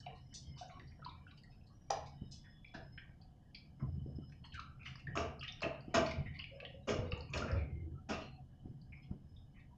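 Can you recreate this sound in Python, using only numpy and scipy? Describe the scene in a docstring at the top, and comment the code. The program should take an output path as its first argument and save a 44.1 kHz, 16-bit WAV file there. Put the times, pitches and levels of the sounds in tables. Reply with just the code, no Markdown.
"""Churning yogurt in a steel bowl.

A wooden churner stirs and spins in thick yogurt in a hard-walled kitchen. Cavities splash,
air pockets pop, tiny smacks crackle. Knocks ring the bowl's modes; the worktop thumps and hums low.
Faint tones waver in the room noise. A phone's noise suppressor holds that noise down and shortens tails."""
import sys
import numpy as np
from scipy import signal
from scipy.fft import rfft, irfft, next_fast_len
from scipy.io import wavfile
from scipy.ndimage import uniform_filter1d

SR = 44100
rng = np.random.default_rng(int(sys.argv[2]) if len(sys.argv) > 2 else 0)


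def inscribe(sig):
    """Save sig as 16-bit PCM at rate SR to the path in sys.argv[1].

    A 1-D sig is mono; a 2-D sig holds one channel per row.
    Samples are clipped to [-1, 1] before scaling.
    """
    pcm = np.round(np.clip(np.atleast_2d(sig).T, -1, 1) * 32767)
    wavfile.write(sys.argv[1], SR, pcm.astype(np.int16))


N = 430857

# Worktop and room hum. Each row: time in seconds, level in dB.
HUM_LEVELS = [(0.0, -57.5), (0.728, -57.5), (1.74, -63.5), (2.179, -54.5), (2.748, -73), (2.94, -56),
              (3.539, -68), (3.999, -52.5), (4.35, -57), (4.98, -54), (5.17, -46.5), (5.66, -62.5),
              (6.15, -47), (6.532, -57), (7.7, -47.5), (8.431, -59), (9.01, -58), (9.77, -61)]
# Each row: pitch in Hz, width in Hz, dB re hum level, fade after a stroke in dB/s.
WORKTOP_MODES = [(77.1, 13, -4, 85), (133.6, 24.3, 1.5, 132.5), (251, 190, -14, 155)]
# Each row: start in seconds, then lower mode, upper mode and slosh levels in dB.
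HEAVY_STROKES = [(.06, -62.5, -90, -64.5), (.45, -50.5, -56.5, -64.5), (0.741, -51, -60, -53),
                 (1.041, -51, -53, -56.5), (1.94, -53, -61, -66), (2.206, -48.5, -48, -56.5),
                 (2.761, -54, -45, -52), (3.812, -30, -28.5, -56.5), (3.961, -47.5, -39, -74),
                 (4.138, -46.5, -41.5, -101), (4.52, -50.5, -73, -71.5), (5.066, -52, -44, -55.5),
                 (5.159, -39.5, -49, -42), (5.628, -47, -41, -36), (5.95, -38.5, -43, -30.5),
                 (6.17, -41, -45, -61), (6.73, -59, -61, -87.5), (6.883, -38, -44, -36.5),
                 (6.968, -39.5, -58.5, -43.5), (7.349, -40, -44, -41), (7.521, -25.5, -52.5, -43),
                 (7.719, -39, -69.5, -89.5), (7.907, -49.5, -52, -85), (8.092, -45.5, -50, -35),
                 (8.24, -55.5, -47.5, -59.5), (8.623, -64.5, -44, -57.5), (8.88, -55.5, -60, -69.5),
                 (9.097, -45, -45.5, -51), (9.3, -55.5, -78, -70.5)]
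# Each row: frequency in Hz, relative noise density in dB.
ROOM_SPECTRUM = [(12, -58), (20, -1), (133, -6), (387, -21), (606, -20.5), (739, -21), (1340, -39.5),
                 (1680, -49.5), (2630, -53.5), (2980, -32.5), (3460, -44.5), (5160, -48.5), (7680, -47),
                 (9980, -96.5), (16900, -120)]
# Each row: pitch in Hz, width in Hz, level in dB, waver in dB.
STEADY_WHINES = [(1661, 110, -83, 3)]
# Each row: pitch in Hz, width in Hz, waver in dB.
TREBLE_WHINES = [(5150, 34, 1.5), (2990, 60, 2.5)]
# Each row: time in seconds, upper whine in dB, lower whine in dB.
TREBLE_WHINE_LEVELS = [(0, -99.5, -71), (.2, -82.5, -80.5), (.55, -77.5, -71), (.75, -98.5, -78),
                       (1.1, -89, -89), (1.25, -82, -80.5), (1.7, -80.5, -103.5), (1.9, -88.5, -88.5),
                       (2.15, -78, -74.5), (2.7, -79, -80.5), (2.96, -78, -86), (3.1, -85, -89.5),
                       (3.35, -97, -93.5), (3.6, -83, -85), (3.9, -82, -80), (4.25, -80.5, -76.5),
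                       (4.42, -81, -77), (4.8, -87, -82.5), (5.6, -88, -77.5), (6.5, -83.5, -72),
                       (6.85, -84.5, -82), (7.601, -86.5, -84), (7.9, -99, -85), (8.45, -92, -96),
                       (8.57, -93.5, -75.5), (8.75, -88.5, -85.5), (8.9, -83.5, -86), (9.05, -81, -82),
                       (9.15, -91, -85), (9.359, -75.5, -93.5), (9.55, -91.5, -86.5), (9.77, -92, -86.5)]
# Fuzzy hollow tone. Each row: time in seconds, level in dB.
HOLLOW_LEVELS = [(0, -73), (.3, -71), (.55, -75.5), (.8, -71.5), (1.4, -77.5), (1.55, -63.5), (1.75, -75.5),
                 (2.17, -64), (2.35, -75.5), (3.15, -76), (3.25, -68), (3.6, -79), (3.85, -66), (4.15, -69),
                 (4.4, -75.5), (5.05, -67.5), (6.6, -68), (7.95, -66), (8.4, -65.5), (8.52, -75.5),
                 (8.65, -65), (8.8, -76), (9.13, -68), (9.28, -78.5), (9.4, -70), (9.77, -78.5)]
# Each row: time in seconds, level in dB.
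CRACKLE_LEVELS = [(0.0, -67.5), (0.272, -71), (0.52, -69.5), (.8, -70), (1.1, -66.5), (1.33, -71),
                  (1.66, -70), (1.85, -70), (2.3, -74.5), (2.86, -69.5), (3.211, -71), (4.19, -74.5),
                  (5.3, -72), (5.85, -62), (6.28, -69.5), (6.77, -72), (6.94, -73.5), (7.05, -58.5),
                  (7.529, -69.5), (7.731, -86.5), (8.49, -75), (9.77, -76)]
# Splashes and wet clicks. Each row: start in seconds, cavity ring in dB, puff in dB,
# puff centre in octaves above 2.8 kHz, cavity pitch in Hz, decay in seconds (capped by burst).
SPLASH_EVENTS = [(0.0014, -52.5, -50.5, 0.8, 1675, 0.0081), (0.0606, -45, -47, 0.03, 2800, 0.007),
                 (.1, -53, -58, -0.43, 2820, .008), (0.149, -65.5, -69, 1, 4214, 0.03),
                 (0.327, -65, -56, -0.9, 5200, 0.0059), (0.3394, -59, -41, 0.93, 4770, 0.027),
                 (0.561, -62.5, -57, -1.1, 4870, 0.033), (0.5774, -60, -49.5, 0.65, 5600, 0.037),
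                 (0.624, -51.5, -75, 2.7, 1530, 0.013), (0.679, -66, -78, 1.5, 6480, 0.0078),
                 (0.692, -52.5, -53.5, -0.6, 2210, 0.016), (0.707, -62.5, -78, 1.2, 4000, 0.019),
                 (0.796, -39.5, -51, 0.26, 1880, 0.0029), (0.869, -63, -73, 2.2, 4710, 0.021),
                 (0.916, -55.5, -64.5, -0.8, 2160, 0.0068), (0.992, -54, -48.5, -1.77, 1200, 0.0034),
                 (1.018, -44.5, -58, 0.2, 1290, 0.01), (1.047, -42.5, -51, 0.35, 4350, 0.0037),
                 (1.058, -55, -69, 0, 2985, .01), (1.092, -50.5, -58.5, 0.54, 3750, 0.0056),
                 (1.099, -60.5, -70.5, -1.2, 2286, 0.022), (1.273, -55, -69.5, 1.2, 2945, 0.011),
                 (1.291, -73, -64, -0.3, 4750, 0.011), (1.31, -54, -51.5, 0.25, 2250, 0.0062),
                 (1.372, -61.5, -61, 1, 4760, 0.012), (1.374, -56, -58, 0, 2910, 0.0082),
                 (1.434, -58.5, -78, 3.9, 4490, 0.0036), (1.435, -49, -64.5, 1.4, 1890, 0.005),
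                 (1.511, -65, -64.5, 0.4, 2580, 0.019), (1.61, -64, -74, -2, 2750, .01),
                 (1.697, -56, -80.5, -3, 1130, .02), (1.666, -63, -69.5, 1.2, 4374, 0.011),
                 (1.904, -38.5, -94.5, -3.5, 10670, 0.0068), (1.905, -33.5, -30, 0.6, 6300, 0.0021),
                 (2.06, -57.5, -53.5, 0.63, 2357, 0.018), (2.312, -64, -47, 0.9, 4580, 0.032),
                 (2.4374, -68, -58, -0.8, 1710, 0.044), (2.645, -42.5, -54.5, -0.1, 2403, 0.0046),
                 (2.68, -66, -63, 0.5, 4300, 0.0059), (2.741, -40.5, -48.5, 0.4, 1650, 0.022),
                 (2.9763, -46.5, -42, -0.41, 3140, 0.008), (3.214, -61, -66, 0.7, 4650, 0.0091),
                 (3.546, -45.5, -44.5, 0.14, 4590, 0.0079), (3.583, -51.5, -67, 1.8, 4670, 0.0031),
                 (3.201, -62, -63.5, -1.5, 1000, .01), (3.21, -65, -75, 1.6, 3300, .006),
                 (3.797, -52, -55, -1, 1100, 0.013), (4.296, -55, -60, 0.5, 1560, 0.0049),
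                 (4.32, -52, -62.5, 0.7, 1737, 0.0059), (4.321, -54, -74, -2, 2430, .005),
                 (4.322, -58.5, -80, -2, 1210, .006), (4.439, -55.5, -53.5, -1.1, 1500, 0.015),
                 (4.44, -50.5, -62.5, -0.5, 3040, .012), (4.449, -61.5, -64, 1.3, 4430, .012),
                 (4.52, -51, -51.5, 0.18, 2960, 0.018), (4.54, -64, -52, 0.9, 4250, 0.0083),
                 (4.544, -42.5, -48, -0.08, 1595, 0.024), (4.597, -48, -41, 0.38, 4220, 0.0038),
                 (4.794, -52.5, -59, -0.9, 2490, 0.05), (4.83, -55, -55, 0.5, 2340, 0.0057),
                 (4.847, -56.5, -52, 0.54, 2550, 0.05), (4.855, -43.5, -45, -0.65, 2850, 0.023),
                 (4.955, -50.5, -48, -0.86, 5010, 0.0035), (4.995, -51.5, -57, 0.7, 2594, 0.0086),
                 (5.069, -36, -47.5, 0.07, 1860, 0.0056), (5.112, -48, -60.5, -0.7, 1750, 0.0055),
                 (5.173, -27, -31.5, -0.15, 2700, 0.0029), (5.393, -48.5, -74.5, 7, 4740, 0.0055),
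                 (5.409, -40, -62.5, 1, 2990, 0.0074), (5.427, -35, -48.5, -0.6, 2625, 0.0063),
                 (5.433, -51, -46, 0.49, 5300, 0.0034), (5.44, -43, -45, -0.13, 2930, 0.014),
                 (5.479, -42.5, -37, 0.15, 3100, 0.0059), (5.487, -42.5, -65.5, -0.29, 3650, .01),
                 (5.522, -51, -59, 0.9, 5300, 0.005), (5.606, -53, -51, -1.2, 4630, 0.0026),
                 (5.618, -45, -40, 0.64, 2360, 0.0085), (5.6286, -32, -34.5, -0.37, 2580, 0.013),
                 (5.806, -52, -79.5, 2.3, 4660, 0.0025), (5.944, -38, -92.5, 2.5, 11200, 0.011),
                 (5.946, -39, -30.5, 0.36, 1595, 0.015), (6.061, -38, -39, 0.46, 2420, 0.01),
                 (6.081, -56.5, -51, 0.14, 4970, 0.033), (6.11, -36, -43, 0.45, 2260, 0.0082),
                 (6.258, -42.5, -56, -0.14, 2060, 0.019), (6.338, -46, -57, 0.3, 2142, 0.03),
                 (6.361, -64.5, -72, 1.8, 4440, 0.013), (6.389, -43, -60, 0.9, 4690, 0.0035),
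                 (6.393, -33, -46, -0.4, 2726, 0.0064), (6.416, -45.5, -71, -1, 3090, 0.0052),
                 (6.441, -36.5, -42.5, 0.12, 2500, 0.0029), (6.601, -35, -41, -0.04, 2566, 0.0037),
                 (6.65, -37.5, -44.5, -0.03, 3044, 0.0038), (6.8897, -34.5, -32.5, -0.12, 1720, 0.0036),
                 (7.111, -54, -55, -1.9, 4980, 0.0034), (7.116, -49, -67.5, -1.8, 4600, 0.0035),
                 (7.118, -37, -78, -1.5, 1210, 0.01), (7.1194, -33.5, -32.5, -0.07, 2790, 0.0023),
                 (7.206, -44, -67.5, -1.2, 4610, 0.0019), (7.175, -61.5, -78, 0, 6750, 0.0031),
                 (7.288, -52.5, -67, -1.6, 2580, 0.0088), (7.299, -62, -79, 9, 6540, 0.0045),
                 (7.335, -32.5, -37, 0.4, 2530, 0.0077), (7.373, -44.5, -38, 0.7, 1824, 0.01),
                 (7.478, -40.5, -44.5, -0.7, 1332, 0.031), (7.515, -49.5, -64, 1.3, 4970, 0.0031),
                 (7.5625, -47.5, -57.5, 0.1, 2306, 0.049), (8.122, -42, -44.5, 0.03, 1194, 0.036),
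                 (8.205, -50.5, -53, 0.44, 2766, 0.033), (8.814, -54.5, -70.5, 0.9, 4370, 0.003),
                 (8.922, -44, -55, -.5, 2266, 0.01), (8.967, -60, -63, -1.14, 2340, 0.017),
                 (9.027, -60.5, -65, 0.5, 3065, 0.023), (9.362, -57.5, -63.5, 0.5, 3500, 0.0092),
                 (9.546, -65.5, -56.5, -0.6, 2090, 0.11), (9.592, -62.5, -62, 0.2, 2136, 0.016)]
# Colour of all puffs. Each row: frequency in Hz, gain in dB.
PUFF_SPECTRUM = [(800, 10.5), (1300, 0.5), (2400, -1), (3300, -9), (5300, -8.5), (6800, -12), (11000, -1)]
# Each row: start in seconds, level in dB, pitch in Hz, length in seconds.
BRIEF_TONES = [(0.095, -66.5, 1046, 0.12), (0.057, -64, 453, 0.11), (2.068, -82.5, 1940, .3),
               (9.492, -77.5, 2987, .2), (0.701, -64.5, 1104, 0.12), (0.68, -85.5, 5566, 0.38),
               (0.421, -71, 3200, 0.1), (3.408, -77.5, 1680, 0.12), (4.211, -74.5, 1312, 0.049),
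               (9.703, -69.5, 956, .05), (0.447, -77.5, 2110, 0.16), (1.037, -79, 2340, 0.25),
               (1.31, -67.5, 1140, 0.048), (6.568, -66.5, 1145, 0.12), (6.824, -78.5, 3860, 0.042),
               (0.182, -86.5, 5620, 0.2), (1.689, -85, 5720, 0.24), (2.074, -77, 1620, 0.15),
               (2.152, -82.5, 3760, 0.19), (2.293, -75.5, 3410, 0.56), (3.795, -63, 1023, 0.08),
               (4.42, -71.5, 4320, 0.23), (5.173, -59, 5460, 0.058), (6.351, -69.5, 1066, 0.088),
               (6.496, -64, 496, 0.3), (6.555, -72, 1646, 0.13), (6.951, -49.5, 489, 0.23),
               (7.136, -56, 896, 0.093), (7.453, -71.5, 2120, 0.44), (7.72, -55, 332, 0.26),
               (7.92, -71.5, 1320, 0.13), (8.201, -80, 2640, 0.21), (8.202, -75, 4220, 0.19)]
# Each row: start in seconds, level in dB, starting pitch in Hz, T60 in seconds.
AIR_POCKETS = [(0.065, -36.5, 726, 0.037), (0.611, -38, 715, 0.065), (0.699, -49, 680, 0.048),
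               (1.025, -46, 1296, 0.03), (1.062, -34, 1020, 0.019), (1.267, -46.5, 1436, 0.019),
               (2.745, -49, 728, 0.092), (3.2, -54.5, 730, .12), (1.906, -20.5, 785, 0.023),
               (2.464, -63, 1495, 0.044), (4.54, -49, 1640, 0.042), (4.577, -41, 1322, 0.035),
               (4.593, -35, 1245, 0.012), (5.071, -39.5, 1823, 0.051), (5.384, -58.5, 1244, 0.13),
               (5.427, -42, 1210, 0.026), (6.512, -47.5, 529, 0.21), (6.628, -41.5, 560, 0.03),
               (6.742, -43.5, 521, 0.051), (7.167, -45, 467, 0.15), (7.422, -34, 1370, 0.03),
               (7.501, -37.5, 534, 0.061), (7.95, -67, 1285, 0.09)]
# Churner on bowl. Each row: start in seconds, level in dB, treble, bass and hollow-band trims in dB,
# ring gain in dB, contact decay in seconds (capped by burst).
BOWL_KNOCKS = [(1.902, -22, -13.5, -52, -1, 0, 0.0018), (2.739, -36.5, -13.5, -2.5, -9.5, -1.5, 0.0044),
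               (3.795, -42, -18.5, 8.5, -2.5, 8.5, 0.0057), (4.064, -51, -37, 11, 11, 11, 0.011),
               (4.163, -58.5, -25, -5.5, -1, 5, 0.007), (5.154, -37, -6, 3, -1, 22, 0.005),
               (5.165, -39.5, -6, -2, 4.5, 9, 0.021), (5.62, -29.5, -19.5, -16.5, -3.5, 7.5, 0.0069),
               (5.941, -20.5, -6.5, -2.5, -3, 10.5, 0.0075), (6.872, -35.5, -5, 2, 6.5, 12, 0.019),
               (6.897, -31.5, 1.5, -15, 6, 8.5, 0.0047), (7.328, -47, -4.5, 2, 2, 12, 0.067),
               (7.406, -45, -9.5, 6.5, 9, 5.5, 0.036), (7.523, -49.5, -22.5, 1.5, 16, 8, 0.022),
               (8.088, -32, -5, 2, -4.5, -1, 0.013)]
# Each row: pitch in Hz, width in Hz, weight in dB (halved on use).
BOWL_MODES = [(234.3, 14, 8.5), (368, 22, -8.5), (443, 9.5, -12.5), (482, 69, -3), (607, 15, -5),
              (655, 22, 6), (863, 25, -13), (970, 36, -22.5), (1126, 190, -11), (1210, 230, -16),
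              (1590, 33, -7.5), (1880, 21, -22), (2340, 47, -11.5), (2820, 300, -11), (3200, 20, -31.5),
              (4220, 38, -29), (5300, 19, -0.5), (6700, 500, -2.5)]
# Broad noise of a knock. Each row: frequency in Hz, gain in dB.
CRACK_SPECTRUM = [(88, -30), (150, -16), (198, -4), (238, 1), (533, -7), (650, 1.5), (717, -6.5),
                  (2860, -23.5), (4250, -31), (5430, -22.5), (7680, -38), (8800, -46.5), (10200, -43),
                  (11800, -30.5), (16900, -120)]
# Each row: centre time in seconds, level in dB, pitch in Hz.
WORKTOP_BUMPS = [(2.2215, -29, 134.4), (2.7525, -35.5, 198), (3.835, -29.5, 120.5), (4.063, -32.5, 251.7),
                 (4.1884, -29.5, 200), (5.8831, -31, 220), (6.2097, -25, 104), (6.2636, -33.5, 117.6),
                 (6.992, -24.5, 95), (7.1361, -25, 98), (7.5463, -37, 79.3), (8.658, -32, 181),
                 (8.7137, -36, 161.6), (9.114, -26.5, 146.3), (9.153, -49.5, 144.7)]
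# Each row: frequency in Hz, T60 in seconds.
KITCHEN_DECAY = [(150, 0.73), (400, 0.45), (1000, 0.51), (3000, 0.46), (7000, 0.27)]
# Each row: frequency in Hz, gain in dB.
MIC_RESPONSE = [(20, -5.5), (60, -6), (6500, 2.5), (7300, -3), (7900, -4.5), (8400, -9), (12000, -38.5)]


def amp(db):
    return 10 ** (np.asarray(db) / 20)


def unit_rms(x):
    return x / np.sqrt(np.mean(x ** 2) + 1e-20)


def at_hz(points, hz):
    knots_hz, values = np.transpose(points)
    return np.interp(np.log(hz + 1), np.log(knots_hz + 1), values)


def over_time(points, column=1):
    columns = np.transpose(points)
    return np.interp(np.arange(N) / SR, columns[0], columns[column])


def add(mix, start_s, sound):
    part = mix[round(start_s * SR):][:len(sound)]
    part += sound[:len(part)]


def drift(size, span):
    """Unit-RMS noise, smoothed twice over span samples."""
    return unit_rms(uniform_filter1d(uniform_filter1d(rng.standard_normal(size), span), span))


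def resonate(x, hz, width_hz):
    """One resonance, unity gain at centre."""
    r = np.exp(-np.pi * width_hz / SR)
    gain = (1 - r * r) / 2
    return signal.lfilter([gain, 0, -gain], [1, -2 * r * np.cos(2 * np.pi * hz / SR), r * r], x)


def burst(colour_db, decay_s, rise_s, size=4096):
    """Minimum-phase coloured noise burst with the energy of its envelope."""
    t = np.arange(size) / SR
    envelope = (1 - np.exp(-t / rise_s)) * np.exp(-t / np.clip(decay_s, .0002, .04))
    db = colour_db(np.fft.rfftfreq(size, 1 / SR))
    log_gain = np.log(amp(np.maximum(db, db.max() - 70)))
    cepstrum = irfft(log_gain) * np.r_[1, 2 * np.ones(size // 2 - 1), 1, np.zeros(size // 2 - 1)]
    coloured = irfft(rfft(envelope * rng.standard_normal(size)) * np.exp(rfft(cepstrum)))
    return unit_rms(coloured) * np.sqrt(np.mean(envelope ** 2))


def worktop_hum(rise_s=.011):
    """Lumpy rubbing noise drives the low modes; each heavy stroke swells them."""
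    out, t = np.zeros(N), np.arange(SR // 2) / SR
    rise = 1 - np.exp(-(t / rise_s) ** 2)
    for k, (hz, width_hz, db, fade_db_per_s) in enumerate(WORKTOP_MODES):
        level = amp(db + over_time(HUM_LEVELS))
        for start_s, *stroke_db in HEAVY_STROKES:
            add(level, start_s, amp(stroke_db[k] - fade_db_per_s * t) * rise)
        lumps = amp(2.6 * unit_rms(uniform_filter1d(rng.standard_normal(N), 900)))
        ring = resonate(resonate(lumps * rng.standard_normal(N), hz, width_hz), hz, 3 * width_hz)
        ring /= uniform_filter1d(abs(ring), 3000) ** .15  # tames chance swells
        out += unit_rms(ring) * level
    return out


def room_noise(level_db=-56):
    """Steady noise, mostly rumble."""
    size = next_fast_len(N)
    colour = amp(at_hz(ROOM_SPECTRUM, np.fft.rfftfreq(size, 1 / SR)))
    return amp(level_db) * unit_rms(irfft(rfft(rng.standard_normal(size)) * colour, size))[:N]


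def whines(hollow_hz=735, hollow_width_hz=30, hollow_waver_db=2.5):
    """Narrow noise bands: three faint whines and a hollow tone, each wavering in level."""
    treble = [(hz, width_hz, over_time(TREBLE_WHINE_LEVELS, column), waver_db)
              for column, (hz, width_hz, waver_db) in enumerate(TREBLE_WHINES, 1)]
    hollow = (hollow_hz, hollow_width_hz, over_time(HOLLOW_LEVELS), hollow_waver_db)
    out = np.zeros(N)
    for hz, width_hz, db, waver_db in STEADY_WHINES + treble + [hollow]:
        level = amp(db + waver_db * drift(N, 1500))
        band = resonate(resonate(rng.standard_normal(N), hz, width_hz), hz, 3 * width_hz)
        out += level * unit_rms(band)
    return out


def crackle(smacks_per_s=450, decay_cycles=16, spread_db=2.8):
    """Stirring makes tiny sticky smacks, each ringing at one of 30 rising pitches."""
    out, t = np.zeros(N), np.arange(2400) / SR
    fires = rng.random(N) < smacks_per_s / SR
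    pitch_index = rng.integers(0, 30, N)
    smacks = fires * amp(spread_db * np.minimum(rng.exponential(1, N), 3))
    for k, hz in enumerate(np.geomspace(260, 5000, 30)):
        envelope = np.exp(-t * hz / decay_cycles) * (1 - np.exp(-t / .0045))
        grain = envelope * np.sin(2 * np.pi * hz * t * (1 + 2.5 * t))
        out += signal.oaconvolve(smacks * (pitch_index == k), grain)[:N]
    return unit_rms(out) * amp(over_time(CRACKLE_LEVELS))


def splashes(tick_s=.0012, snap_s=.0004, ripple_periods_hz=(813.73, 1221.97), cavity_spread=.097):
    """A tick, the snap of tearing yogurt film, then a puff and the ring of the opened cavity."""
    out = np.zeros(N)
    for start_s, cavity_db, puff_db, centre_oct, cavity_hz, decay_s in SPLASH_EVENTS:
        phases = rng.random(2)

        def colour_db(hz):
            # Several small cavities ripple the puff's spectrum.
            ripple_db = 3 * sum(np.cos(2 * np.pi * (hz / period_hz + phase))
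                                for period_hz, phase in zip(ripple_periods_hz, phases))
            falloff_db = 19.5 * (np.log2((hz + 1) / 2800) - centre_oct) ** 2
            ring_db = cavity_db + 2 - 6 * ((hz / cavity_hz - 1) / cavity_spread) ** 2
            return np.maximum(puff_db + ripple_db + at_hz(PUFF_SPECTRUM, hz) - falloff_db, ring_db)

        power = np.mean(amp(colour_db(np.linspace(500, 13000, 330))) ** 2)
        tick = amp(1.5) * burst(colour_db, tick_s, tick_s / 2)
        snap = amp(-4) * burst(colour_db, snap_s, snap_s / 2)
        body = burst(colour_db, decay_s, .18 * decay_s)
        add(out, start_s, amp(8) * np.sqrt(power) * (tick + snap + body))
    return out


def brief_tones():
    """Faint narrow noise bands swell and fade, most after a splash or knock."""
    out = np.zeros(N)
    for start_s, db, hz, length_s in BRIEF_TONES:
        band = resonate(resonate(rng.standard_normal(SR), hz, 25 + .008 * hz), hz, 150)
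        tone = unit_rms(band)[-round(length_s * SR):]
        add(out, start_s, amp(db) * tone * signal.windows.tukey(len(tone), .4))
    return out


def pops(roughness=.3, wobble=.015, hold_exponent=1.32, glide_per_s=2):
    """A bursting air pocket rings as a rough, wobbling, rising tone that holds briefly and dies."""
    out, t = np.zeros(N), np.arange(8000) / SR
    for start_s, db, hz, t60_s in AIR_POCKETS:
        flutter = 1 + roughness * drift(len(t), 120)
        pitch_hz = hz * (1 + glide_per_s * t + wobble * drift(len(t), 120))
        envelope = amp(db - 60 * (t / t60_s) ** hold_exponent) * (1 - np.exp(-t / .0011))
        add(out, start_s, envelope * flutter * np.sin(2 * np.pi * np.cumsum(pitch_hz) / SR))
    return out


def knocks(scatter_db=.5, detune=.0074):
    """Wood touches steel, then a scraping blow cracks and drives the bowl's damped modes."""
    out = np.zeros(N)
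    for start_s, db, treble_db, bass_db, hollow_db, ring_db, contact_s in BOWL_KNOCKS:
        tilt = [(250, bass_db), (420, hollow_db), (560, hollow_db), (650, .0055), (1100, 0),
                (2000, treble_db + 9.5)]
        colour_db = lambda hz: at_hz(tilt, hz) + at_hz(CRACK_SPECTRUM, hz)
        touch = amp(-8) * burst(colour_db, decay_s=.002, rise_s=.0012)
        scrape = burst(colour_db, contact_s, rise_s=.014)
        blow = np.pad(amp(db) * (touch + scrape), (0, SR // 4))
        ring = 0
        for hz, width_hz, weight_db in BOWL_MODES:
            # Each blow lands elsewhere and the yogurt lies differently.
            gain = amp(weight_db / 2 + rng.normal(0, scatter_db))
            ring += gain * resonate(blow, hz * rng.normal(1, detune), width_hz)
        add(out, start_s, amp(1.5) * blow + amp(ring_db) * ring)
    return out


def bumps(front_steepness=1.1, lead_rad=.4, tap_db=-24.5):
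    """A push of about one cycle through the worktop gives the bowl a dull tap."""
    out, t = np.zeros(N), np.arange(2000) / SR
    for centre_s, db, hz in WORKTOP_BUMPS:
        cycles = (t * hz - 1) * np.where(t * hz < 1, front_steepness, 1)
        push = np.exp(-(2.6 * cycles) ** 2) * np.cos(2 * np.pi * cycles - lead_rad)
        tap = burst(lambda f: -9 * np.log2((f + 1) / 650) ** 2, decay_s=.0045, rise_s=.0014)
        add(out, centre_s - 1 / hz, amp(db) * push)
        add(out, centre_s - .003, amp(db + tap_db) * tap)
    return out


def kitchen_echo(x):
    """Sparse wall reflections of random sign; each band decays at its own rate."""
    taps = np.zeros(SR)
    slots = np.arange(150, SR - 20, 20)
    taps[slots + rng.integers(0, 20, len(slots))] = rng.choice([-1., 1.], len(slots))
    hz, t, bins = signal.stft(taps, SR, nperseg=256)
    decay = amp(-60 * t / at_hz(KITCHEN_DECAY, hz)[:, None])
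    tail = signal.istft(bins * decay, SR, nperseg=256)[1]
    return signal.fftconvolve(x, tail / np.linalg.norm(tail))[:N]


def scene():
    """Mono mix: bowl, yogurt and thumps with echo, over hum and room sound."""
    bowl, yogurt, thumps = knocks(), splashes() + pops() + crackle(), bumps()
    echo = sum(amp(db) * kitchen_echo(x) for x, db in [(bowl, 3.5), (yogurt, -4.5), (thumps, -11)])
    background = worktop_hum() + room_noise() + whines() + brief_tones()
    return (bowl + yogurt + thumps + echo + background)[None]


def record(dry, hold=.85, floor_db=-11, bypass_below_hz=300, hiss_db=-91, cutoff_hz=12700):
    """Microphone colour, suppression of bins near their quiet level, faint hiss, low-pass."""
    hz, _, bins = signal.stft(dry[0], SR, nperseg=512, noverlap=384)
    bins *= amp(at_hz(MIC_RESPONSE, hz))[:, None]
    power = uniform_filter1d(abs(bins) ** 2, 3, axis=0)
    power = signal.lfilter([1 - hold], [1, -hold], power)  # gate opens fast, closes slowly
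    quiet_power = np.percentile(power, 20, axis=1)[:, None]
    gain = np.maximum(1 - 2.4 * quiet_power / (power + 1e-20), amp(floor_db))
    gain[hz < bypass_below_hz] = 1
    bins *= uniform_filter1d(gain, 4, axis=1)
    suppressed = signal.istft(bins, SR, nperseg=512, noverlap=384)[1][:N]
    hiss = amp(hiss_db) * rng.standard_normal(N)
    lowpass = signal.firwin(511, cutoff_hz, window=("kaiser", 9), fs=SR)
    return signal.oaconvolve(suppressed + hiss, lowpass, "same")[None]


dry = scene()
out = record(dry)
inscribe(out)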